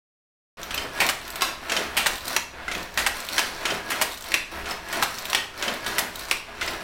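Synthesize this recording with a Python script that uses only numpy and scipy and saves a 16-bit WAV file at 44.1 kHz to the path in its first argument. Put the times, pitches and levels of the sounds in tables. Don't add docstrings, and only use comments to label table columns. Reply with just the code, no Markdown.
import sys
import numpy as np
from scipy import signal
from scipy.fft import rfft, irfft, next_fast_len
from scipy.io import wavfile
from scipy.ndimage import uniform_filter1d

SR = 44100
rng = np.random.default_rng(int(sys.argv[2]) if len(sys.argv) > 2 else 0)


def materialize(psi):
    bounded = np.clip(np.atleast_2d(psi).T, -1, 1)
    quanta = np.round(bounded * 32767).astype(np.int16)
    wavfile.write(sys.argv[1], SR, quanta)


N = 301203
TIME_S = np.arange(N) / SR
AGE_S = np.arange(SR // 2) / SR

# f/Hz, t60/s
ROOM_DECAY = [(100, 0.65), (500, 0.48), (2500, 0.45), (6000, 0.4), (15000, 0.32)]
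# f/Hz, level/dB
ROOM_SPECTRUM = [(10, -4), (25, -0.5), (40, -13), (55, -2.5), (90, -11), (200, -18.5), (1000, -19.5),
                 (5000, -26), (16000, -46)]
FLOOR_SPECTRUM = [(20, -5), (38, -3), (54, -29), (70, 7), (85, -18), (130, -34), (400, -37)]
FRAME_SPECTRUM = [(40, -28.5), (90, -7), (130, -10), (180, -4), (300, -3.5), (420, -3), (650, -4.5),
                  (1200, -33.5), (4000, -69)]
RACE_SPECTRUM = [(250, -22), (600, 1), (950, 1.5), (1700, 2.5), (2800, -3.5), (4500, -13), (7000, -28),
                 (16000, -31)]
THREAD_SPECTRUM = [(1500, -26), (4000, 7), (7000, -0.5), (11000, -4.5), (14000, -6), (16000, -5.5)]
HEDDLE_SPECTRUM = [(60, -50), (400, -20), (1200, -6), (3500, 0), (7000, -4), (14000, -4), (16000, -8)]
LINK_SPECTRUM = [(88, -27), (150, -11.5), (514, -7.5), (1260, -3.5), (2360, -0.5), (3100, 0), (3620, -3.5),
                 (5150, -9), (5570, -6.5), (16000, -28.5)]
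BEAM_SPECTRUM = [(80, -49), (150, -23.5), (315, -5), (500, -11), (900, 1.5), (1500, -1), (2200, 0.5),
                 (2700, -3.5), (3400, -3.5), (5000, -5), (8000, -12.5), (12000, -14.5), (16000, -23)]
BOX_SPECTRUM = [(70, -23), (120, -14.5), (430, -8.5), (750, 0.5), (1200, 1), (1900, 1.5), (2700, 2),
                (4600, -3.5), (7000, -7.5), (9000, -9), (14000, -13.5), (16000, -18.5)]
# f/Hz, width/Hz, gain/dB
FRAME_PEAKS = [(177.3, 8, 6), (402, 7.1, 2.5), (673, 25, 4), (800, 35, 0.5), (934, 43, 4), (1053, 35, 3.5),
               (1700, 73, -3)]
RACE_PEAKS = [(920, 89, 17), (1666, 48, 23)]
HEDDLE_PEAKS = [(4000, 1400, 8), (7760, 1700, 6), (13700, 720, -7)]
# f/Hz, level/dB, t60/s
WIRE_MODES = [(13700, -14.5, 0.11), (14900, -20, .07)]
BEAM_MODES = [(1000, -17, 0.19), (1602, 6.5, 0.024), (1846, 13, 0.015), (2250, -15, 0.027),
              (2670, 16.5, 0.017), (3040, -25, 0.028), (3550, 1, 0.023), (4080, 5.5, 0.017),
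              (5710, 3.5, 0.051)]
BOX_MODES = [(637, 0.5, 0.047), (795, -2, 0.09), (940, -7, 0.045), (1090, -7, 0.036), (1300, 7.5, 0.02),
             (1590, 4, 0.022), (1900, 6, 0.04), (2620, -28, 0.11), (4600, -27, 0.077), (8220, -2, 0.034),
             (9400, -22, .05), (14200, -7, .05)]
JOINT_TONES = {"low": [(1465, -0.5, 0.0049), (2060, -5.5, 0.016)], "middle": [(2560, -1, 0.005)],
               "high": [(3080, -4, .012), (5100, -5.5, 0.0056)], "thin": [(5190, -5.5, 0.0091)]}

# t/s, length/s, wood level/dB, thread level/dB
PUSHES = [(0.591, 0.1, -39, -47.5), (1.62, 0.063, -39, -46.5), (2.542, 0.16, -40, -68),
          (3.51, 0.16, -39, -42.5), (4.527, 0.062, -36, -44), (5.593, 0.044, -37, -37.5),
          (6.48, .11, -40.5, -61)]
OPENINGS = [(.74, .1, -35, -43.5), (1.702, 0.13, -31, -40), (2.719, 0.095, -36, -45),
            (3.649, 0.1, -31, -40), (4.681, .04, -33.5, -43), (5.621, 0.12, -32.5, -41.5),
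            (6.631, .11, -34.5, -42.5)]
FLIGHTS = [(.99, 0.072, -31.5, -37), (1.95, 0.12, -34, -46), (2.99, 0.12, -36.5, -42),
           (3.9, 0.15, -33, -40.5), (4.93, 0.099, -30, -37), (5.86, .17, -32.5, -37.5),
           (6.83, .1, -36, -42)]
CLOSINGS = [(1.189, 0.11, -41, -47.5), (2.11, 0.025, -35, -39), (3.159, 0.089, -37.5, -40),
            (4.08, 0.047, -41.5, -40), (5.11, 0.16, -39, -41), (6.2, 0.028, -36.5, -38.5)]
PULLS = [(1.34, 0.17, -36, -44.5), (2.285, 0.061, -32.5, -34.5), (3.33, .13, -32.5, -35.5),
         (4.27, 0.079, -36, -42.5), (5.29, 0.09, -34, -39), (6.29, 0.061, -37, -47)]
# stroke table, rise/(dB/s), fall/(dB/s), frame level re wood/dB
STROKES = [(PUSHES, 500, 97, -5.5), (OPENINGS, 137, 150, -7), (FLIGHTS, 144, 180, -6),
           (CLOSINGS, 120, 330, -8.5), (PULLS, 183, 235, -7)]

# t/s, level/dB
FLOOR_LOADS = [(.75, -45), (1.89, -44), (2.13, -41), (2.75, -42), (3.06, -38.5), (3.53, -48), (3.77, -59),
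               (4.6, -40.5), (5.03, -50), (5.68, -51.5), (6.69, -40)]
FRAME_THUDS = [(.84, -21), (1.005, -16), (1.756, -23), (1.80, -18), (2.755, -20), (2.982, -19),
               (3.661, -27), (3.716, -16.5), (5.67, -16), (5.869, -25), (6.699, -37)]
HEDDLE_TICKS = [(0.631, -19.5), (0.745, -15.5), (1.0654, -11), (1.278, -21), (1.3034, -20.5), (1.3576, -16),
                (2.156, -19), (2.2536, -22), (2.2805, -14.5), (2.829, -25), (2.941, -28), (3.168, -23),
                (3.203, -19.5), (3.2877, -16.5), (4.114, -23), (4.1747, -28), (4.223, -24), (4.2612, -28),
                (4.2856, -28), (4.886, -27), (5.1848, -18.5), (5.254, -16.5), (5.2995, -17.5),
                (6.1572, -18.5), (6.1934, -21.5), (6.285, -27)]
LINK_KNOCKS = [(0.7076, -21), (0.7423, -20.5), (0.7766, -17), (1.6968, -16), (1.719, -11), (1.7662, -11.5),
               (2.6807, -24), (2.7145, -18), (2.7498, -21.5), (3.6538, -11), (3.703, -17), (4.6582, -23),
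               (4.7103, -22), (5.6251, -15), (5.6794, -16.5), (6.6115, -18), (6.627, -20), (6.6773, -18)]
# t/s, level/dB, joint
JOINT_SQUEAKS = [(.741, -25, "middle"), (0.776, -23.5, "high"), (1.718, -23, "middle"),
                 (1.764, -21, "high"), (2.68, -23.5, "low"), (2.751, -26, "middle"), (3.706, -26.5, "high"),
                 (4.708, -24, "thin"), (5.679, -24.5, "high"), (6.616, -24.5, "low"), (6.676, -26, "thin")]
# t/s, level/dB, reverb/dB, main resonance f/Hz
BEAM_BEATS = [(1.409, -15, 3, 3200), (1.42, -3.5, -0.5, 3580), (2.364, -1, -8, 2440),
              (3.367, -19, -2, 2600), (3.381, -3.5, -3.5, 3000), (3.392, -4, -5, 2400),
              (4.319, -15, -4, 2000), (4.341, -2, -6.5, 2510), (5.331, -9, -16, 3140),
              (5.348, -3, -4, 3500), (6.312, -2, -6.5, 2320)]
# t/s, level/dB, tilt/(dB/oct), main resonance f/Hz
PICKER_HITS = [(1.003, -9, 0, 2490), (1.016, -14.5, -3, 2070), (1.968, -12.5, 1, 2740),
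               (1.973, -9.5, 1, 2810), (2.975, -10, -0.4, 1790), (2.99, -16, 1, 1210),
               (3.904, -17, 2.7, 1850), (3.918, -16.5, -1.2, 1840), (4.927, -19, 1.3, 1680),
               (5.863, -18, 0, 3900)]
# t/s, level/dB, rebound level/dB, tilt/(dB/oct), main resonance f/Hz
BOX_LANDINGS = [(1.089, -9, -12, -0.9, 1500), (2.06, -9, -7.5, -1.5, 1030), (3.064, -7.5, -12.5, -.5, 1610),
                (4.014, -8, -9, 0.7, 940), (5.025, -8, -11.5, -0.5, 1030), (5.983, -10, -10.5, 2.2, 1830)]


def amp(db):
    return 10 ** (np.asarray(db) / 20)


def unit(x):
    return x / np.sqrt(np.mean(x ** 2) + 1e-20)


def along(points, hz):
    f, values = np.transpose(points)
    return np.interp(np.log(hz + 1), np.log(f + 1), values)


def fade(t60_s):
    return np.exp(-np.log(1000) * AGE_S / max(t60_s, .001))


def burst(t60_s):
    return rng.standard_normal(len(AGE_S)) * fade(t60_s)


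def swell(start_s, length_s, rise_db_per_s, fall_db_per_s):
    early_s = np.maximum(start_s - TIME_S, 0)
    late_s = np.maximum(TIME_S - start_s - length_s, 0)
    return amp(-np.minimum(rise_db_per_s * early_s + fall_db_per_s * late_s, 200))


def grains(rate_hz, spread_db):
    slips = (rng.random(N) < rate_hz / SR) * rng.standard_normal(N)
    return unit(slips * amp(spread_db * rng.uniform(-1.3, 1, N)))


def colour(x, spectrum, tilt_db_oct=0, peaks=()):
    size = 2 * next_fast_len(len(x) // 2 + 2048)
    hz = np.fft.rfftfreq(size, 1 / SR)
    level_db = along(spectrum, hz) + tilt_db_oct * np.log2(np.maximum(hz, 500) / 500)
    level_db += sum(db / (1 + (2 * (hz - f) / width) ** 2) for f, width, db in peaks)
    cepstrum = irfft(np.log(unit(amp(level_db))))
    cepstrum[1:size // 2] *= 2
    cepstrum[size // 2 + 1:] = 0
    return irfft(rfft(x, size) * np.exp(rfft(cepstrum)))[:len(x)]


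def add(track, t_s, sound):
    part = track[max(round(t_s * SR), 0):][:len(sound)]
    part += sound[:len(part)]


def reverb(x, wet_db, build_s=0.0015):
    hz, t_s, bands = signal.stft(rng.standard_normal(len(AGE_S)), SR, nperseg=256)
    decay = np.exp(-np.log(1000) * t_s / along(ROOM_DECAY, hz)[:, None])
    tail = signal.istft(bands * decay, SR, nperseg=256)[1][:len(AGE_S)]
    tail *= 1 - np.exp(-AGE_S / build_s)
    return x + amp(wet_db) * signal.fftconvolve(x, tail / np.linalg.norm(tail))[:len(x)]


def room_rumble():
    return unit(colour(rng.standard_normal(N), ROOM_SPECTRUM))


def floor_boom(rise_db_per_s=110, fall_db_per_s=94):
    load = sum(amp(db) * swell(t_s, 0, rise_db_per_s, fall_db_per_s) for t_s, db in FLOOR_LOADS)
    return load * unit(colour(rng.standard_normal(N), FLOOR_SPECTRUM))


def race_whirr(offset_s=0.03, slope_db_per_s=150):
    speed = sum(amp(wood_db) * swell(t_s + shift_s, length_s, slope_db_per_s, slope_db_per_s)
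                for table, shift_s in [(FLIGHTS, -offset_s), (PUSHES, offset_s)]
                for t_s, length_s, wood_db, _ in table)
    return speed * unit(colour(rng.standard_normal(N), RACE_SPECTRUM, peaks=RACE_PEAKS))


def scratch(rate_hz=1500, t60_s=0.0054, spread_db=12):
    onset, pitch, size = rng.random((int(rate_hz * N / SR), 3)).T[:, :, None]
    age_s = AGE_S[:SR // 100]
    hz = 3000 + 12500 * pitch
    pings = amp(spread_db * size) * fade(t60_s)[:len(age_s)] * np.sin(2 * np.pi * hz * age_s)
    samples = (onset * N).astype(int) + np.arange(len(age_s))
    return unit(np.bincount(samples.ravel(), pings.ravel(), N)[:N])


def thread_rustle():
    snaps = signal.fftconvolve(grains(rate_hz=160, spread_db=3), burst(t60_s=.008))[:N]
    return unit(colour(unit(snaps) + scratch(), THREAD_SPECTRUM))


def stroke_gains():
    frame, wood, thread = np.zeros((3, N))
    for table, rise_db_per_s, fall_db_per_s, frame_db in STROKES:
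        for t_s, length_s, wood_db, thread_db in table:
            speed = swell(t_s, length_s, rise_db_per_s, fall_db_per_s)
            frame = np.maximum(frame, amp(wood_db + frame_db) * speed)
            wood = np.maximum(wood, amp(wood_db) * speed)
            thread = np.maximum(thread, amp(thread_db) * speed)
    return frame, wood, thread


def rubbing():
    frame, wood, thread = stroke_gains()
    rumble = frame * unit(colour(grains(rate_hz=900, spread_db=1), FRAME_SPECTRUM, peaks=FRAME_PEAKS))
    slide = wood * unit(colour(grains(rate_hz=2500, spread_db=1.5), RACE_SPECTRUM, peaks=FRAME_PEAKS))
    rustle = thread * thread_rustle()
    return reverb(amp(-4) * rumble + amp(-3) * slide + amp(-3.5) * rustle, wet_db=-1)


def frame_thuds(t60_s=0.12, rise_s=0.0077):
    track = np.zeros(N)
    for t_s, db in FRAME_THUDS:
        push = burst(t60_s) * (1 - np.exp(-AGE_S / rise_s))
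        add(track, t_s, amp(db) * reverb(colour(push, FRAME_SPECTRUM, peaks=FRAME_PEAKS), wet_db=-4))
    return track


def heddle_ticks(patter_delay_s=.02, patter_s=.15, ticks_per_move=6, detune=0.0245):
    moves = [(t_s + patter_delay_s, patter_s, db) for t_s, _, _, db in CLOSINGS]
    moves += [(t_s, length_s, db) for t_s, length_s, _, db in OPENINGS]
    patter = [(t_s + length_s * (k + rng.random()) / ticks_per_move, thread_db + rng.normal(13.5, 2))
              for t_s, length_s, thread_db in moves for k in range(ticks_per_move)]
    track = np.zeros(N)
    for t_s, db in HEDDLE_TICKS + patter:
        own_peaks = [(hz, 1800, 6) for hz in rng.uniform(2500, 15500, size=3)]
        tick = colour(burst(t60_s=.022), HEDDLE_SPECTRUM, peaks=own_peaks + HEDDLE_PEAKS)
        for hz, mode_db, t60_s in WIRE_MODES:
            wire_hz = hz * (1 + detune * rng.uniform(-1, 1))
            tick += amp(mode_db) * fade(t60_s) * np.sin(2 * np.pi * wire_hz * AGE_S)
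        add(track, t_s, amp(db) * tick)
    return reverb(track, wet_db=-6)


def joint_squeaks(waver=0.016):
    track = np.zeros(N)
    for t_s, db, joint in JOINT_SQUEAKS:
        for hz, tone_db, length_s in JOINT_TONES[joint]:
            jitter = unit(uniform_filter1d(rng.standard_normal(len(AGE_S)), size=50))
            tone = np.sin(2 * np.pi * np.cumsum(hz * (1 + waver * jitter)) / SR)
            slip = np.sin(np.pi * np.minimum(AGE_S / length_s, 1))
            add(track, t_s, amp(db + tone_db) * reverb(slip * tone, wet_db=-7))
    return track


def link_knocks(t60_s=0.077):
    track = np.zeros(N)
    for t_s, db in LINK_KNOCKS:
        add(track, t_s, amp(db) * reverb(colour(burst(t60_s), LINK_SPECTRUM), wet_db=-3))
    return track


def clacks(blows, spectrum, modes, crack_db, crack_t60_s, ring_db):
    track = np.zeros(N)
    for t_s, db, t60_s, tilt_db_oct, wet_db, main_hz in blows:
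        contact_peak = (main_hz, 0.41 * main_hz, 5)
        impact = burst(t60_s) + amp(crack_db) * burst(crack_t60_s)
        clatter = colour(impact, spectrum, tilt_db_oct, [contact_peak])
        ring = np.zeros(len(AGE_S))
        for hz, mode_db, mode_t60_s in modes:
            envelope = amp(mode_db + rng.normal(0, 2)) * fade(mode_t60_s)
            ring += envelope * np.sin(2 * np.pi * (hz * AGE_S + rng.random()))
        add(track, t_s, amp(db) * reverb(clatter + amp(ring_db) * ring, wet_db))
    return track


def beam_beats(t60_s=0.042, tilt_db_oct=0.8):
    blows = [(t_s, db, t60_s, tilt_db_oct, wet_db, hz) for t_s, db, wet_db, hz in BEAM_BEATS]
    return clacks(blows, BEAM_SPECTRUM, BEAM_MODES, crack_db=4, crack_t60_s=.0075, ring_db=-17)


def shuttle_clacks(pick_t60_s=0.096, pick_wet_db=-2, box_t60_s=0.06, box_wet_db=-7, rebound_s=.0067):
    blows = [(t_s, db, pick_t60_s, tilt, pick_wet_db, hz) for t_s, db, tilt, hz in PICKER_HITS]
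    for t_s, db, rebound_db, tilt, hz in BOX_LANDINGS:
        blows.append((t_s, db, box_t60_s, tilt, box_wet_db, hz))
        blows.append((t_s + rebound_s, rebound_db, box_t60_s, tilt + 3, box_wet_db, hz))
    return clacks(blows, BOX_SPECTRUM, BOX_MODES, crack_db=0, crack_t60_s=0.027, ring_db=-12)


def scene():
    background = amp(-47) * room_rumble() + amp(-1) * floor_boom()
    movement = amp(-9) * race_whirr() + rubbing() + amp(-9) * frame_thuds()
    small_parts = amp(-7.5) * heddle_ticks() + amp(5) * joint_squeaks() + amp(-7) * link_knocks()
    blows = amp(-10) * beam_beats() + amp(-7.5) * shuttle_clacks()
    return (background + movement + small_parts + blows)[None]


def record(dry, ceiling=0.39, hardness=5, start_s=.571, cutoff_hz=15900):
    rounded = dry / (1 + np.abs(dry / ceiling) ** hardness) ** (1 / hardness)
    low_pass = signal.ellip(12, .1, 90, cutoff_hz, fs=SR, output="sos")
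    return signal.sosfilt(low_pass, rounded * (TIME_S > start_s))


dry = scene()
out = record(dry)
materialize(out)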